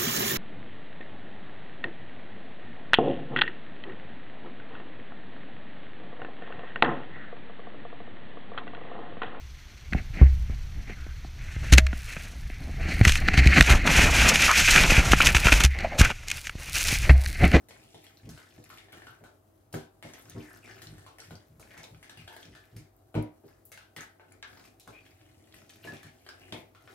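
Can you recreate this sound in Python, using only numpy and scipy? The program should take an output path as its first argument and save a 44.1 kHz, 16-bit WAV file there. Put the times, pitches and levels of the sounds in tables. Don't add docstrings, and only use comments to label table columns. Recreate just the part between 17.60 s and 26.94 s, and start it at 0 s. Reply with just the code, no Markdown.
import sys
import numpy as np
from scipy import signal
from scipy.fft import rfft, irfft
from scipy.io import wavfile
from scipy.ndimage import uniform_filter1d, map_coordinates

SR = 44100
rng = np.random.default_rng(int(sys.argv[2]) if len(sys.argv) > 2 else 0)


def log_audio(samples):
    frames = np.atleast_2d(samples).T
    limited = np.clip(frames, -1, 1)
    pcm = np.round(limited * 32767).astype(np.int16)
    wavfile.write(sys.argv[1], SR, pcm)


N = 411894
TIME = np.arange(N) / SR

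# frequency_hz, gain_db
ROOM_TONE = [(30, -42), (50, 13.5), (75, -13), (100, -7), (130, -3), (200, -11), (320, 1.5), (620, -9),
             (1200, -11), (1700, -17), (3500, -33), (8500, -27.5), (11000, -24), (12700, -23), (15000, -27)]
# pitch_hz, level_db
HUM_LINES = [(97, -69), (641, -77), (13873, -89.5)]
# frequency_hz, t60_s
ROOM_DECAY = [(100, 0.24), (260, 0.23), (700, 0.36), (1840, 0.33), (4850, 0.25), (14000, 0.044)]
# frequency_hz, coherence
PORT_COHERENCE = [(60, 0.98), (200, 0.93), (400, 0.2), (700, 0), (16000, 0)]
# frequency_hz, left_over_right_db
PORT_BALANCE = [(150, 0.7), (330, -1.5), (700, 4.5), (1400, 2), (2800, 3.5), (5600, -1), (10000, 3.5),
                (14000, 6)]
# frequency_hz, gain_db
RUB_SPECTRUM = [(30, -27.5), (75, -9), (115, 2), (180, -15.5), (330, -3.5), (480, -17.5), (750, -11.5),
                (1200, -54), (3000, -32)]
# pitch_hz, level_db, t60_s
BOWL_MODES = [(63, -14, 0.26), (111.6, 7.5, 0.14), (154.4, 6, 0.13), (232.2, -2.5, 0.22), (304, -4.5, 0.26),
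              (384.4, -10, 0.29), (536, -28.5, 0.28), (635, -18.5, 0.087), (712, -30, 0.4),
              (830, -23.5, 0.12), (966, -31, 0.35)]
# start_s, length_s, level_db
SPOON_DRAGS = [(0.61, 0.17, -44.5), (2.614, 0.19, -56), (3.184, 0.33, -53), (3.656, 0.16, -52),
               (3.84, 0.22, -58), (4.293, 0.11, -51.5), (4.547, 0.14, -52.5), (4.834, 0.16, -56.5),
               (5.108, 0.13, -50.5)]
# start_s, level_db, hardness_db (middle over bass)
SPOON_KNOCKS = [(0.341, -57, 6), (0.666, -47.5, -5.5), (0.712, -49.5, -41), (0.976, -49.5, -4),
                (1.609, -55.5, 3), (2.137, -35, 2), (2.443, -47, 1.5), (2.747, -42, -5), (2.763, -38.5, -4),
                (3.317, -53, -2.5), (3.709, -44.5, -8.5), (4.181, -55, -15), (4.324, -51.5, -40),
                (4.878, -59, 0), (5.159, -43.5, -13.5), (5.552, -28, -0.5), (5.571, -33, -1),
                (5.836, -60.5, 14.5), (6.366, -51.5, 1.5), (7.271, -53, 1.5), (8.244, -52, 3),
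                (8.276, -51, 1), (8.32, -48, 3), (8.445, -50.5, -7), (8.921, -43.5, 4)]
# pitch_hz, level_db
GLASS_MODES = [(1460, -2), (1599, 0), (1776, -1), (1985, -1), (2430, -9), (3526, -5), (3741, -4)]
# start_s, level_db, brightness_db_per_octave
GLASS_CLACKS = [(2.143, -47, -3), (5.553, -46, -6), (6.364, -44, -8), (6.429, -46, -10), (6.827, -43.5, 1),
                (6.841, -47, -6), (6.941, -55, -10), (8.925, -45, 2)]
# start_s, length_s, squelch_db, crackle_db, swell_db, hollow_hz
SWEEPS = [(0, 0.022, -65.5, -76, -5, 1550), (0.09, 0.74, -69.5, -65.5, -8, 2145),
          (0.69, 0.47, -76, -65.5, 2, 1604), (1.09, 0.26, -73, -76, -9, 1540),
          (1.32, 0.26, -64.5, -66, -12.5, 1610), (2.45, 0.53, -64, -60.5, -1, 1710),
          (3.04, 0.45, -62.5, -63.5, -7, 1720), (3.59, 0.39, -81, -68, -27.5, 2150),
          (4.0, 0.46, -64.5, -68, -9, 2040), (4.41, 0.41, -70.5, -70.5, 1, 1890),
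          (4.8, 0.35, -73, -70, -14, 1940), (5.82, 0.083, -74.5, -74.5, 15.5, 1550),
          (6.68, 0.033, -65.5, -91, 14.5, 1720), (6.87, 0.19, -63.5, -62.5, 3.5, 1684),
          (7.27, 1, -69.5, -70.5, 5, 2360), (7.94, 0.016, -65.5, -56, -4, 2510),
          (8.09, 0.053, -73, -62, -12, 2400), (8.24, 0.41, -66.5, -67, -7.5, 2130),
          (8.67, 0.31, -61.5, -69, 9, 2250), (9.2, 0.17, -65, -66, 13, 1500)]
# frequency_hz, gain_db
FILM_SPECTRUM = [(300, 19), (700, -23), (1300, 7), (3500, 13), (6000, 8), (9000, -7), (13000, 12),
                 (16000, -6)]
# start_s, length_s, from_hz, to_hz, level_db, ring_cycles
AIR_SQUEAKS = [(1.102, 0.051, 1300, 1440, -59, 2), (2.782, 0.11, 2560, 1740, -60, 2.5),
               (2.866, 0.088, 1870, 1570, -55.5, 3.5), (3.017, 0.12, 2830, 1430, -55.5, 7),
               (4.111, 0.11, 2240, 1270, -57.5, 2.7), (4.576, 0.044, 2600, 2400, -59, 12),
               (4.673, 0.091, 880, 830, -59, 5.9), (6.374, 0.073, 2040, 1620, -48, 2.2),
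               (7.323, 0.08, 2350, 2550, -56, 9.5), (8.266, 0.038, 1644, 1785, -45.5, 16),
               (8.799, 0.083, 2410, 2850, -61.5, 6.5)]
# peak_s, level_db, pitch_hz
BUBBLE_PIPS = [(0.467, -49, 3100), (0.572, -52.5, 4130), (0.693, -49.5, 5500), (1.041, -49, 10700),
               (1.184, -46.5, 3470), (2.13, -44, 8850), (2.537, -45, 6150), (2.623, -53, 10700),
               (2.698, -42, 8950), (2.722, -52.5, 3450), (2.932, -54, 11000), (3.221, -48, 3970),
               (3.271, -43, 4000), (3.603, -42, 5270), (3.605, -55, 10500), (3.755, -47.5, 4500),
               (4.016, -54, 8700), (4.028, -51, 2180), (4.233, -47, 4820), (4.241, -42.5, 3700),
               (4.347, -52.5, 2330), (4.497, -45, 3850), (4.68, -43.5, 3260), (4.765, -51.5, 9100),
               (4.83, -45.5, 3180), (5.164, -59, 4600), (5.366, -60, 14000), (5.626, -47.5, 10800),
               (6.408, -41.5, 6040), (6.723, -51.5, 10150), (6.827, -40, 3540), (7.199, -55, 13300),
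               (7.613, -58, 2680), (7.925, -53, 3260), (8.095, -49, 6100), (8.322, -47.5, 2620),
               (8.369, -49, 3350), (8.69, -42, 4800), (8.924, -34.5, 3400)]
# start_s, level_db, pocket_hz, snap_db, plop_db
WET_SMACKS = [(0.086, -47, 1890, -3.5, -1.5), (0.108, -44, 2400, -25, -3), (0.345, -47.5, 3360, -12, 3.5),
              (0.442, -48, 2310, -5.5, -5.5), (0.691, -48, 1590, -1, -6), (0.776, -44, 1370, -14, -5),
              (1.102, -41, 1290, -12.5, -37), (1.174, -44.5, 2260, -10, -23), (1.285, -50.5, 1680, -27, 0),
              (1.329, -43, 1570, -25, -5), (1.42, -43, 1630, -23, -7), (1.469, -40, 1470, -25, -23),
              (1.639, -49, 1390, -6.5, 0), (2.127, -47, 2470, 0.5, -4), (2.141, -33, 1540, -8.5, -3),
              (2.426, -39.5, 2200, -12, -4.5), (2.536, -47.5, 1950, -9, -1),
              (3.077, -46.5, 1530, -20, -3.5), (3.219, -41, 1920, -5, -13), (3.382, -49, 1810, -8, -17),
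              (3.464, -44, 1060, -12, -8), (3.585, -44, 1700, -8, -5), (3.708, -45.5, 1410, -9, 4.5),
              (3.997, -51, 1330, -0.5, 5), (4.107, -47.5, 2230, -34, -32), (4.177, -41.5, 2160, -7, -4.5),
              (4.233, -49.5, 2180, 0.5, 5.5), (4.428, -43, 2020, -10, -40),
              (4.495, -42.5, 1700, -10.5, -21), (4.573, -43, 2640, -10, -10.5), (4.677, -41, 1630, -14, -2),
              (4.727, -46.5, 1620, -8.5, -9), (4.765, -43.5, 1520, -9, 0), (4.951, -44, 1670, -13.5, -14),
              (5.166, -46, 2240, -2.5, -32), (5.543, -44, 1380, -12, 12), (5.552, -38.5, 2170, -14.5, 7),
              (6.053, -53, 13500, 6.5, -28), (6.118, -42, 2070, -4, -11), (6.175, -41.5, 1510, -12, -30),
              (6.364, -34.5, 1950, -8.5, -14), (6.409, -48.5, 1750, -0.5, -11),
              (6.597, -51, 1460, -34, 3.5), (6.828, -36, 1570, -40, -23), (7.198, -49, 3850, -3, -34),
              (7.276, -46, 1480, -6.5, 5.5), (7.453, -54, 2400, -7, -18), (8.249, -44.5, 2400, -8.5, 7.5),
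              (8.273, -43, 1750, -11, 3.5), (8.335, -43.5, 2430, -9, -32), (8.431, -42, 1800, -7.5, -37),
              (8.664, -44, 1740, -14, -1), (8.689, -38.5, 1570, -20, -20), (8.925, -36, 2240, -13.5, 1),
              (9.149, -49.5, 1420, -14, -36), (9.276, -45.5, 1410, -29, -4.5)]

SQUELCH, CRACKLE = 2, 3


def amp(db):
    return 10 ** (np.asarray(db) / 20)


def unit_rms(x):
    return x / np.sqrt(np.mean(x ** 2) + 1e-20)


def unit_crest(x, size=220):
    return x / np.sqrt(uniform_filter1d(x ** 2, size, mode="constant").max() + 1e-20)


def curve_at(points, hz):
    freqs, values = np.transpose(points)
    return np.interp(np.log(hz + 1), np.log(freqs), values)


def add(mix, start_s, sound):
    part = mix[max(round(start_s * SR), 0):][:len(sound)]
    part += sound[:len(part)]


def colour(x, spectrum, size=4096):
    log_gain = np.log(amp(curve_at(spectrum, abs(np.fft.fftfreq(size, 1 / SR)))))
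    taps = np.fft.ifft(np.exp(np.conj(signal.hilbert(log_gain)))).real[:size // 2]
    return signal.oaconvolve(x, taps)[:len(x)]


def band(x, low_hz, high_hz):
    sos = signal.butter(2, [low_hz, min(high_hz, .48 * SR)], "band", fs=SR, output="sos")
    return signal.sosfilt(sos, x)


def clicks(per_s, spread_db, size=N):
    height = amp(spread_db * np.minimum(rng.exponential(1, size), 2.6))
    return height * rng.choice([-1, 1], size) * (rng.random(size) < per_s / SR)


def excite(impulses, ring):
    return signal.oaconvolve(impulses, ring)[:N]


def diffuse(pair):
    left, other = rfft(pair)
    alike = curve_at(PORT_COHERENCE, np.fft.rfftfreq(pair.shape[1], 1 / SR))
    right = alike * left + np.sqrt(1 - alike ** 2) * other
    return irfft(np.array([left, right]), pair.shape[1])


def room(x, wet_db, tails=4, slot=14):
    out, slots = np.array([x, x]), np.arange(90, SR // 2, slot)
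    for k in range(tails):
        taps = np.zeros((2, SR // 2 + slot))
        arrivals = slots + rng.integers(0, slot, (2, len(slots)))
        np.put_along_axis(taps, arrivals, rng.choice([-1., 1.], arrivals.shape), 1)
        hz, t, spectra = signal.stft(diffuse(taps), SR, nperseg=256)
        decay = amp(-60 * t / curve_at(ROOM_DECAY, hz)[:, None])
        tail = signal.istft(spectra * decay, SR, nperseg=256)[1]
        tail /= np.linalg.norm(tail[0])
        share = np.sqrt(2 / tails) * np.cos(np.pi * (TIME + k / tails))
        out += amp(wet_db) * signal.oaconvolve((x * share)[None], tail, axes=1)[:, :N]
    return out


def bowl_echo(x, delay_s=.0046, echo_db=-15.5):
    return x + amp(echo_db) * np.pad(x, (round(delay_s * SR), 0))[:N]


def room_tone(air_db=-67, drift_db=1, waver_rad=.3):
    noise = diffuse(rng.standard_normal((2, N)))
    spectrum = amp(curve_at(ROOM_TONE, np.fft.rfftfreq(N, 1 / SR)))
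    air = unit_rms(irfft(rfft(noise) * spectrum, N))
    hum, knots_s = np.zeros(N), np.linspace(0, TIME[-1], 90)
    for hz, db in HUM_LINES:
        waver = np.interp(TIME, knots_s, np.cumsum(rng.normal(0, waver_rad, len(knots_s))))
        hum += amp(db) * np.sqrt(2) * np.sin(2 * np.pi * hz * TIME + waver)
    drift = np.interp(TIME, knots_s, rng.standard_normal(len(knots_s)))
    return amp(air_db + drift_db * drift) * air + hum


def effort(column, bite_s=.002, settle_s=.042, creep_db=-94):
    level = np.full(N, amp(creep_db))
    for sweep in SWEEPS:
        start_s, length_s, _, _, swell_db, _ = sweep
        age = TIME - start_s
        gate = np.clip(age / bite_s, 0, 1) * np.exp(-np.maximum(age - length_s, 0) / settle_s)
        level += gate * amp(sweep[column] + swell_db * (np.clip(age / length_s, 0, 1) - .5))
    return level


def rubbing(rest_db=-71.5, push_db=-2):
    pressure = np.hypot(amp(rest_db), amp(push_db) * effort(SQUELCH))
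    slips = colour(clicks(per_s=420, spread_db=3), RUB_SPECTRUM)
    return room(unit_rms(slips) * pressure, wet_db=.5)


def drags(tilt_db_per_octave=-5, centre_hz=85):
    out, t = np.zeros(N), np.arange(SR // 4) / SR
    ring = sum(amp(db + tilt_db_per_octave * abs(np.log2(hz / centre_hz)) - 60 * t / t60)
               * np.sin(2 * np.pi * hz * t) for hz, db, t60 in BOWL_MODES)
    shudder = excite(clicks(per_s=300, spread_db=1.6), ring)
    for start_s, length_s, db in SPOON_DRAGS:
        part = shudder[round(start_s * SR):][:int(length_s * SR)]
        add(out, start_s, amp(db) * unit_rms(part) * signal.windows.tukey(len(part), .7))
    return room(out, wet_db=-12)


def knocks(contact_s=.0065, chatter_s=.014, ring_db=1, chatter_db=-7):
    rings, chatters, t = np.zeros(N), np.zeros(N), np.arange(SR // 3) / SR
    for start_s, db, hardness_db in SPOON_KNOCKS:
        tilt_db = .83 * (min(hardness_db, 0) + 5)
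        modes = sum(amp(mode_db + tilt_db * abs(np.log2(hz / 130)) - 60 * t / t60)
                    * np.sin(2 * np.pi * hz * rng.normal(1, .009) * t)
                    for hz, mode_db, t60 in BOWL_MODES)
        ring = modes * (1 - np.exp(-t / contact_s))
        chatter = band(rng.standard_normal(len(t)) * np.exp(-t / chatter_s), 200, 520)
        add(rings, start_s, amp(db + ring_db) * unit_crest(ring, size=660))
        add(chatters, start_s, amp(db + chatter_db + hardness_db) * unit_crest(chatter))
    return room(rings, wet_db=-10.5) + room(chatters, wet_db=2.5)


def clacks(t60_s=.21, spot_spread_db=2):
    out, t = np.zeros(N), np.arange(SR // 4) / SR
    for start_s, db, brightness in GLASS_CLACKS:
        ring = sum(amp(mode_db + brightness * np.log2(hz / 1800) + rng.normal(0, spot_spread_db))
                   * np.sin(2 * np.pi * (hz * t + rng.random())) for hz, mode_db in GLASS_MODES)
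        add(out, start_s, amp(db - 60 * t / t60_s) * unit_crest(ring))
    return room(out, wet_db=-4)


def fizz(gain_db=-9):
    tears = band(clicks(per_s=1500, spread_db=3), 5000, 11500)
    return unit_rms(tears) * effort(CRACKLE) * amp(gain_db)


def squeaks(gain_db=-2):
    out = np.zeros(N)
    for start_s, length_s, from_hz, to_hz, db, cycles in AIR_SQUEAKS:
        size = int(length_s * SR)
        wobble = unit_rms(uniform_filter1d(rng.standard_normal(SR // 4), size=200))[:size]
        hz = np.geomspace(from_hz, to_hz, size) * np.exp(.25 * wobble / cycles)
        phasor = np.exp(2j * np.pi * np.cumsum(hz) / SR)
        feedback = np.exp(-from_hz / cycles / SR)
        bursts = clicks(per_s=320, spread_db=2.2, size=SR // 4)[:size]
        ring = (phasor * signal.lfilter([1], [1, -feedback], bursts / phasor)).imag
        add(out, start_s, amp(db + gain_db) * unit_rms(ring) * signal.windows.tukey(size, .5))
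    return out


def pocket(t, hz, cycles, rise=.022):
    age = t * hz / cycles
    return np.exp(-age) * np.sin(2 * np.pi * np.cumsum(hz * (1 + rise * np.minimum(age, 2))) / SR)


def crackle(tick_db=-7, gain_db=-7):
    t = np.arange(400) / SR
    films = sum(excite(clicks(per_s=45, spread_db=5), pocket(t, hz, cycles=1.3) * hz ** 1.5)
                for hz in np.geomspace(750, 14000, 12))
    ticks = amp(tick_db) * unit_rms(clicks(per_s=70, spread_db=6))
    return unit_rms(colour(unit_rms(films) + ticks, FILM_SPECTRUM)) * effort(CRACKLE) * amp(gain_db)


def hollow_hz(octaves_per_s=.18):
    hz = np.full(N, float(SWEEPS[0][-1]))
    for start_s, length_s, *_, middle_hz in SWEEPS:
        since = TIME >= start_s
        age = np.minimum(TIME[since] - start_s, length_s)
        hz[since] = middle_hz * 2 ** (octaves_per_s * (age - length_s / 2))
    return hz


def squelch(scatter=.25, gain_db=-5):
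    pitches, t = np.geomspace(600, 5000, 30), np.arange(1500) / SR
    wanted_hz = hollow_hz() * np.exp(scatter * rng.standard_normal(N))
    which = np.minimum(np.searchsorted(pitches, wanted_hz), len(pitches) - 1)
    pops = clicks(per_s=210, spread_db=1)
    rings = sum(excite(pops * (which == k), pocket(t, hz, cycles=4)) * np.sqrt(hz)
                for k, hz in enumerate(pitches))
    return unit_rms(rings) * effort(SQUELCH) * amp(gain_db)


def clumps(swell_s=.002, decay_s=.006, steady=.3):
    t = np.arange(SR // 20) / SR
    spurt = (1 - np.exp(-t / swell_s)) * np.exp(-t / decay_s)
    return unit_rms(steady + excite(abs(clicks(per_s=48, spread_db=1.5)), spurt / spurt.max()))


def pip(t, hz, swell_s, rough):
    age = t / swell_s
    tone = np.sin(2 * np.pi * hz * t * (1 + np.minimum(age, 8) / 100))
    film = unit_rms(band(rng.standard_normal(len(t)), .55 * hz, 1.55 * hz))
    return (tone + rough * film) * age ** 2 * np.exp(-2 * age)


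def faint_pips(swell_cycles=2.2, gain_db=-6):
    t = np.arange(600) / SR
    bubbles = sum(excite(clicks(per_s=3.5, spread_db=2), pip(t, hz, swell_cycles / hz, rough=.5))
                  for hz in np.geomspace(1400, 9000, 24))
    return unit_rms(bubbles) * effort(CRACKLE) * amp(gain_db)


def close_pips(swell_cycles=3, gain_db=-1):
    out, t = np.zeros(N), np.arange(500) / SR
    for peak_s, db, hz in BUBBLE_PIPS:
        swell_s = max(swell_cycles / hz, .0006)
        bubble = unit_crest(pip(t, hz, swell_s, rough=.72), size=88)
        add(out, peak_s - swell_s, amp(db + gain_db) * bubble)
    return room(bowl_echo(out), wet_db=-4)


def smacks(peel_s=.039, open_s=.0016, tear_s=.00085, break_s=.0004):
    bodies, snaps, t = np.zeros(N), np.zeros(N), np.arange(SR // 8) / SR
    for start_s, db, hz, snap_db, plop_db in WET_SMACKS:
        tear_noise, open_noise = rng.standard_normal((2, len(t)))
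        ticks = unit_rms(clicks(per_s=480, spread_db=3, size=len(t)))
        peel = amp(-15) * ticks * np.exp(-t / peel_s)
        opening = open_noise * np.exp(-t / open_s) + peel
        ring = unit_crest(signal.fftconvolve(pocket(t, hz, cycles=2.2), opening)[:len(t)])
        tearing = tear_noise * np.exp(-t / tear_s) + .74 * peel
        tear = unit_crest(band(tearing, max(1300, .5 * hz), max(3700, 1.73 * hz)))
        air_share = np.sqrt(1 - min(amp(snap_db) ** 2, .85))
        body = amp(-8) * air_share * unit_crest(ring + amp(-3) * tear)
        plop = amp(plop_db - 10) * unit_crest(band(opening, 284, 944))
        add(bodies, start_s, amp(db) * (body + plop))
        film = (t == 0) + amp(-9) * opening * (1 - np.exp(-t / break_s))
        snap = unit_crest(band(film, max(3600, .85 * hz), max(13500, 1.3 * hz)))
        add(snaps, start_s, amp(db + snap_db - 6) * snap)
    return room(bowl_echo(bodies), wet_db=-.5) + room(bowl_echo(snaps), wet_db=2.5)


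def scene():
    paste = (squelch() + crackle()) * clumps() + faint_pips() + fizz() + squeaks()
    stirring = room(bowl_echo(paste), wet_db=-3.5)
    return smacks() + close_pips() + stirring + knocks() + drags() + rubbing() + room_tone()


def record(dry, turn_s=1.07, lag_s=62e-6, swing_s=50e-6, low_cut_hz=48, top_hz=15900):
    right_lag_s = lag_s + swing_s * np.sin(2 * np.pi * TIME / turn_s)
    right = map_coordinates(dry[1], [(TIME - right_lag_s) * SR], order=3)
    lean_db = curve_at(PORT_BALANCE, np.fft.rfftfreq(N, 1 / SR)) / 2
    ports = irfft(rfft(np.array([dry[0], right])) * amp([lean_db, -lean_db]), N)
    low_cut = signal.butter(4, low_cut_hz, "high", fs=SR, output="sos")
    band_limit = signal.firwin(511, top_hz, window=("kaiser", 9), fs=SR)
    return signal.oaconvolve(signal.sosfilt(low_cut, ports), band_limit[None], "same")


dry = scene()
out = record(dry)
log_audio(out)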